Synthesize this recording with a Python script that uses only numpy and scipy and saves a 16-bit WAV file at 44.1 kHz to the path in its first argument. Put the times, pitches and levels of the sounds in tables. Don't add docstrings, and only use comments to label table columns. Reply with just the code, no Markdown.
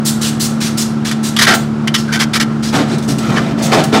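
import sys
import numpy as np
from scipy import signal
from scipy.fft import rfft, irfft
from scipy.io import wavfile
from scipy.ndimage import uniform_filter1d

SR = 44100
rng = np.random.default_rng(int(sys.argv[2]) if len(sys.argv) > 2 else 0)


def store_wav(level_fs):
    pcm = np.round(np.clip(np.atleast_2d(level_fs), -1, 1) * 32767)
    wavfile.write(sys.argv[1], SR, pcm.T.astype(np.int16))


N = 176400

# freq_hz, density_db
TYRE_SPECTRUM = [(25, -24), (55, -19), (95, -9.5), (135, 1.5), (270, -2.5), (400, -7.5), (600, -11.5),
                 (1000, -13), (1400, -12.5), (1850, -21), (2600, -25.5), (5000, -31), (8500, -39.5),
                 (12000, -51), (16000, -58)]
# time_s, level_db
BUFFET_LEVEL = [(0, -108), (2.68, -74), (2.76, -13), (2.86, -23), (2.95, -14.5), (3.04, -35), (3.1, -15),
                (3.23, -28), (3.3, -17.5), (3.42, -19), (3.56, -26), (3.75, -16.5), (3.88, -20.5), (4, -46)]
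# freq_hz, density_db
BUFFET_SPECTRUM = [(25, -28), (70, -40), (125, 6), (270, 2.5), (380, -5), (700, -12.5), (2000, -33),
                   (16000, -80)]
# freq_hz, t60_s
ECHO_DECAY = [(200, 0.42), (1500, 0.46), (5000, 0.36), (9000, 0.33), (13000, 0.32), (15500, 0.17)]
# time_s, firing_hz
FIRING_RATE = [(0, 73.2), (.42, 74.55), (1.2, 73.67), (1.9, 73.94), (3, 74.04), (4, 74.67)]
# firing_multiple, level_db
EXHAUST_ORDERS = [(1, -39), (1.5, -35), (1.75, -34), (2, -24), (2.25, -57), (3, -17.5), (3.25, -45),
                  (4, -32.5), (4.5, -36), (5, -35.5), (5.25, -46.5), (6, -45), (10, -45.5)]
# start_s, level_db
JOLTS = [(2.746, -15), (2.935, -22), (3.086, -9), (3.115, -17), (3.167, -13.5), (3.279, -9), (3.303, -29),
         (3.406, -9), (3.519, -10), (3.578, -15)]
# freq_hz, level_db, t60_s
PANEL_MODES = [(131.3, -5.5, 0.25), (174, -7.5, .12), (275, -3.5, 0.18), (340, -13, 0.07)]
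# start_s, rise_s, length_s, level_db, tilt_db_per_octave, peak_hz, peak_db
SKIM_EVENTS = [(.047, 0.02, 0.052, -12.5, 4, 4800, 1), (.21, .01, 0.081, -17, -0.1, 3020, 3),
               (.395, 0.012, 0.065, -15.5, 3.3, 4300, 1.5), (.601, 0.015, 0.08, -18.5, -0.7, 1680, 3.5),
               (.77, 0.011, 0.056, -16.5, 2, 5500, 2), (1.046, 0.0076, 0.05, -19, -3, 1710, 1),
               (1.228, 0.015, 0.063, -20, 0.5, 3200, -2), (1.535, 0.011, 0.02, -13, 0, 15400, 11),
               (1.965, 0.017, 0.039, -21.5, -2, 5200, 5), (2.074, 0.0081, 0.14, -25, -5.5, 1530, 25),
               (2.624, 0.0099, 0.071, -23, -2, 4970, 4), (2.86, 0.063, 0.089, -23.5, -6, 4600, 0.5),
               (2.98, 0.0045, 0.0079, -26.5, -1, 6460, -2), (3.021, 0.0056, 0.034, -32.5, -0.5, 6500, 1),
               (3.074, 0.016, 0.049, -21.5, -0.5, 8000, 0), (3.181, 0.0056, 0.01, -22, -1, 4000, -1),
               (3.619, 0.011, .047, -19, 1, 7000, 4), (3.835, 0.0056, 0.007, -16.5, 0.5, 15500, 6)]
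STRIKE_EVENTS = [(1.112, 0.0022, 0.014, -13.5, 0, 1650, 6), (1.364, .002, 0.016, -9, 0.2, 3210, 10),
                 (1.386, 0.0041, .04, -6.5, 0, 1940, 2), (1.412, 0.011, .04, -2, -0.2, 3200, 1.5),
                 (1.466, 0.0054, 0.077, -4, -2.5, 1420, 7), (1.873, 0.0024, 0.014, -11.5, -2, 2930, 11.5),
                 (1.939, 0.0077, 0.022, -6, 0.1, 3100, 8.5), (2.122, 0.01, .048, -11, -1.5, 1465, 0.5),
                 (2.19, .011, 0.048, -9.5, -0.7, 2100, 0), (2.332, 0.0088, 0.044, -7.5, -0.3, 2350, 2),
                 (2.397, 0.0046, 0.033, -9.5, -1, 2070, 2), (3.35, 0.031, 0.041, -9, -6, 1580, 7)]
GRIND_EVENTS = [(1.472, 0.0054, 0.075, -12, 0, 730, 4.5), (2.722, 0.03, 0.045, -8, 1.5, 278, 8.5),
                (2.785, 0.0047, 0.032, -11.5, 0, 315, 9.5), (2.875, 0.069, 0.066, -20, -14, 365, 8),
                (3.19, 0.021, 0.11, -24, 2.5, 1340, 9), (3.29, 0.01, 0.12, -18.5, 0.5, 1080, 7.5),
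                (3.41, 0.0097, .11, -22.5, 0, 680, 3), (3.57, 0.018, 0.2, -21.5, 1, 640, 8.5),
                (3.712, 0.032, 0.022, 2, .5, 730, 0.5), (3.765, .014, 0.036, -6.5, -0.8, 620, 3.5),
                (3.921, 0.017, 0.05, -3.5, 0.2, 467, 11)]
# freq_hz, density_db
SKIM_SPECTRUM = [(30, -55), (100, -35), (700, -18), (1500, -3.5), (2500, -3.5), (4300, 1.5), (6500, -0.5),
                 (9000, -3), (10500, -9.5), (13000, -14), (16000, -15)]
STRIKE_SPECTRUM = [(30, -56), (100, -9), (750, -10.5), (1200, -2), (1800, 2), (2300, 0.5), (2650, -6),
                   (3000, -1), (5400, -1.5), (8500, -9.5), (11500, -14.5), (16000, -28)]
GRIND_SPECTRUM = [(30, -36), (110, -3.5), (250, 6), (390, 0.5), (550, -4), (760, -0.5), (930, -3),
                  (1350, -7), (2200, -12), (4500, -16), (8000, -25), (12000, -36), (16000, -44)]
# freq_hz, gain_db, t60_s
METAL_MODES = [(465, -6, .1), (620, -3, .14), (685, -3, .15), (747, -2, .12), (1070, -4, .12),
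               (1210, -5, .12), (1345, 1, .25), (1428, -4, .15), (1559, -2, .15), (1665, -5, .15),
               (1788, -6, .15), (1905, -3, .13), (2094, -4, .15), (3055, -1, .08), (3165, -3, .11),
               (3520, -6, .09), (5110, -6, .09)]


def amp(db):
    return 10 ** (np.asarray(db) / 20)


def unit(x):
    return x / np.sqrt(np.mean(x ** 2) + 1e-20)


def at_hz(points, hz):
    freq_hz, value = np.transpose(points)
    return np.interp(np.log(hz + 1), np.log(freq_hz + 1), value)


def curve(points):
    return np.interp(np.arange(N) / SR, *np.transpose(points))


def colour(x, spectrum, shade_db=0):
    hz = np.fft.rfftfreq(len(x), 1 / SR)
    return unit(irfft(rfft(x) * amp(at_hz(spectrum, hz) + shade_db), len(x)))


def wander(rate_hz):
    hz = np.fft.rfftfreq(N, 1 / SR)
    return unit(irfft(rfft(rng.standard_normal(N)) / (1 + (hz / rate_hz) ** 4), N))


def tyres(level_db=-25.5, whine_hz=1335, whine_width_hz=33, whine_db=-41.5):
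    noise = colour(rng.standard_normal(N), TYRE_SPECTRUM) * amp(level_db + 0.5 * wander(6))
    sway = wander(whine_width_hz) + 1j * wander(whine_width_hz)
    whine = sway * np.exp(2j * np.pi * whine_hz * np.arange(N) / SR)
    return noise + amp(whine_db) * whine.real


def buffeting():
    return colour(rng.standard_normal(N), BUFFET_SPECTRUM) * amp(curve(BUFFET_LEVEL))


def roadside_echo(x, rise_s=0.032):
    hz, t, noise = signal.stft(rng.standard_normal(SR), SR, nperseg=256)
    decay = amp(-60 * t / at_hz(ECHO_DECAY, hz)[:, None])
    tail = signal.istft(noise * decay * np.minimum(t / rise_s, 1), SR, nperseg=256)[1]
    return signal.fftconvolve(x, tail / np.linalg.norm(tail))[:N]


def exhaust(jitter=0.001, jitter_hz=31, min_flutter=0.13, flutter_hz=14):
    firings = np.cumsum(curve(FIRING_RATE) * (1 + jitter * wander(jitter_hz))) / SR
    top_db = max(db for _, db in EXHAUST_ORDERS)
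    out = np.zeros(N)
    for order, level_db in EXHAUST_ORDERS:
        flutter = min_flutter * amp(0.45 * (top_db - level_db))
        sway = 1 + flutter * (wander(flutter_hz) + 1j * wander(flutter_hz))
        out += amp(level_db) * unit((sway * np.exp(2j * np.pi * order * firings)).real)
    return out


def body_thumps(rise_s=0.0037):
    out, t = np.zeros(N + SR), np.arange(SR // 4) / SR
    for start_s, level_db in JOLTS:
        ring = sum(amp(db - 60 * t / t60_s) * np.sin(2 * np.pi * (hz * t + rng.random()))
                   for hz, db, t60_s in PANEL_MODES)
        out[round(start_s * SR):][:len(t)] += amp(level_db) * np.minimum(t / rise_s, 1) * ring
    return out[:N]


def sliding_resonances(x, depth_db=2):
    spectra = signal.stft(x, nperseg=512, noverlap=384)[2]
    patches = uniform_filter1d(rng.standard_normal(spectra.shape), size=3, axis=0)
    patches = uniform_filter1d(patches, size=7, axis=1)
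    return signal.istft(spectra * amp(depth_db * unit(patches)), nperseg=512, noverlap=384)[1][:len(x)]


def scrapes(events, spectrum, release_s, sag_db, grit_db, chatter_db, chatter_hz, peak_octaves=0.13):
    out, size = np.zeros(N + SR), SR // 3
    t = np.arange(size) / SR
    hz = np.fft.rfftfreq(size, 1 / SR) + 1
    chatter = unit(amp(chatter_db * wander(chatter_hz)))
    for start_s, rise_s, length_s, level_db, tilt_db_per_octave, peak_hz, peak_db in events:
        grit = rng.standard_normal(size) * amp(grit_db * np.minimum(rng.exponential(1, size), 2))
        grit *= rng.random(size) < 0.5
        tilt_db = tilt_db_per_octave * np.log2(np.maximum(hz, 700))
        resonance_db = peak_db / (1 + (np.log2(hz / peak_hz) / peak_octaves) ** 2)
        friction = colour(sliding_resonances(grit), spectrum, tilt_db + resonance_db)
        hold = np.minimum(t / rise_s, 1) * amp(-sag_db * np.minimum(t / length_s, 1))
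        lift_off = np.exp(-np.maximum(t - length_s, 0) / release_s)
        out[round(start_s * SR):][:size] += amp(level_db) * hold * lift_off * friction
    return out[:N] * chatter


def dragged_metal(x, ring_db, dense_db, dense_t60_s):
    t = np.arange(SR // 3) / SR
    ring = sum(amp(db - 60 * t / t60_s) / t60_s * np.cos(2 * np.pi * hz * t)
               for hz, db, t60_s in METAL_MODES)
    ring *= 2 * np.log(1000) / SR
    dense = rng.standard_normal(len(t)) * amp(-60 * t / dense_t60_s)
    response = amp(ring_db) * ring + amp(dense_db) * dense / np.linalg.norm(dense)
    response[0] += 1
    return signal.fftconvolve(x, response)[:N] / np.sqrt(1 + amp(dense_db) ** 2)


def scene():
    skims = scrapes(SKIM_EVENTS, SKIM_SPECTRUM, release_s=0.013, sag_db=2.5,
                    grit_db=-0.5, chatter_db=-0.1, chatter_hz=110)
    strikes = scrapes(STRIKE_EVENTS, STRIKE_SPECTRUM, release_s=0.0066, sag_db=7,
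                      grit_db=5.5, chatter_db=2.1, chatter_hz=140)
    grinds = scrapes(GRIND_EVENTS, GRIND_SPECTRUM, release_s=0.022, sag_db=2.5,
                     grit_db=4.5, chatter_db=0, chatter_hz=90)
    skims = dragged_metal(skims, ring_db=-10, dense_db=-16, dense_t60_s=0.06)
    strikes = dragged_metal(strikes, ring_db=2.5, dense_db=-14, dense_t60_s=0.04)
    grinds = dragged_metal(grinds, ring_db=-1, dense_db=-10.5, dense_t60_s=0.093)
    echo = roadside_echo(amp(-10.5) * skims + amp(-27.5) * strikes + amp(-12) * grinds)
    return (exhaust() + tyres() + buffeting() + body_thumps() + skims + strikes + grinds + echo)[None]


def record(dry):
    ceiling, knee = 0.75, 6
    shelf_hz, shelf_depth, edge_hz = 72, 0.42, 15800
    clipped = dry / (1 + abs(dry / ceiling) ** knee) ** (1 / knee)
    hz = np.fft.rfftfreq(N, 1 / SR)
    thinned = irfft(rfft(clipped) * (1 - shelf_depth / (1 + (hz / shelf_hz) ** 8)), N)
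    lowpass = signal.firwin(511, edge_hz, window=("kaiser", 9), fs=SR)
    return signal.oaconvolve(thinned, lowpass[None], "same")


dry = scene()
out = record(dry)
store_wav(out)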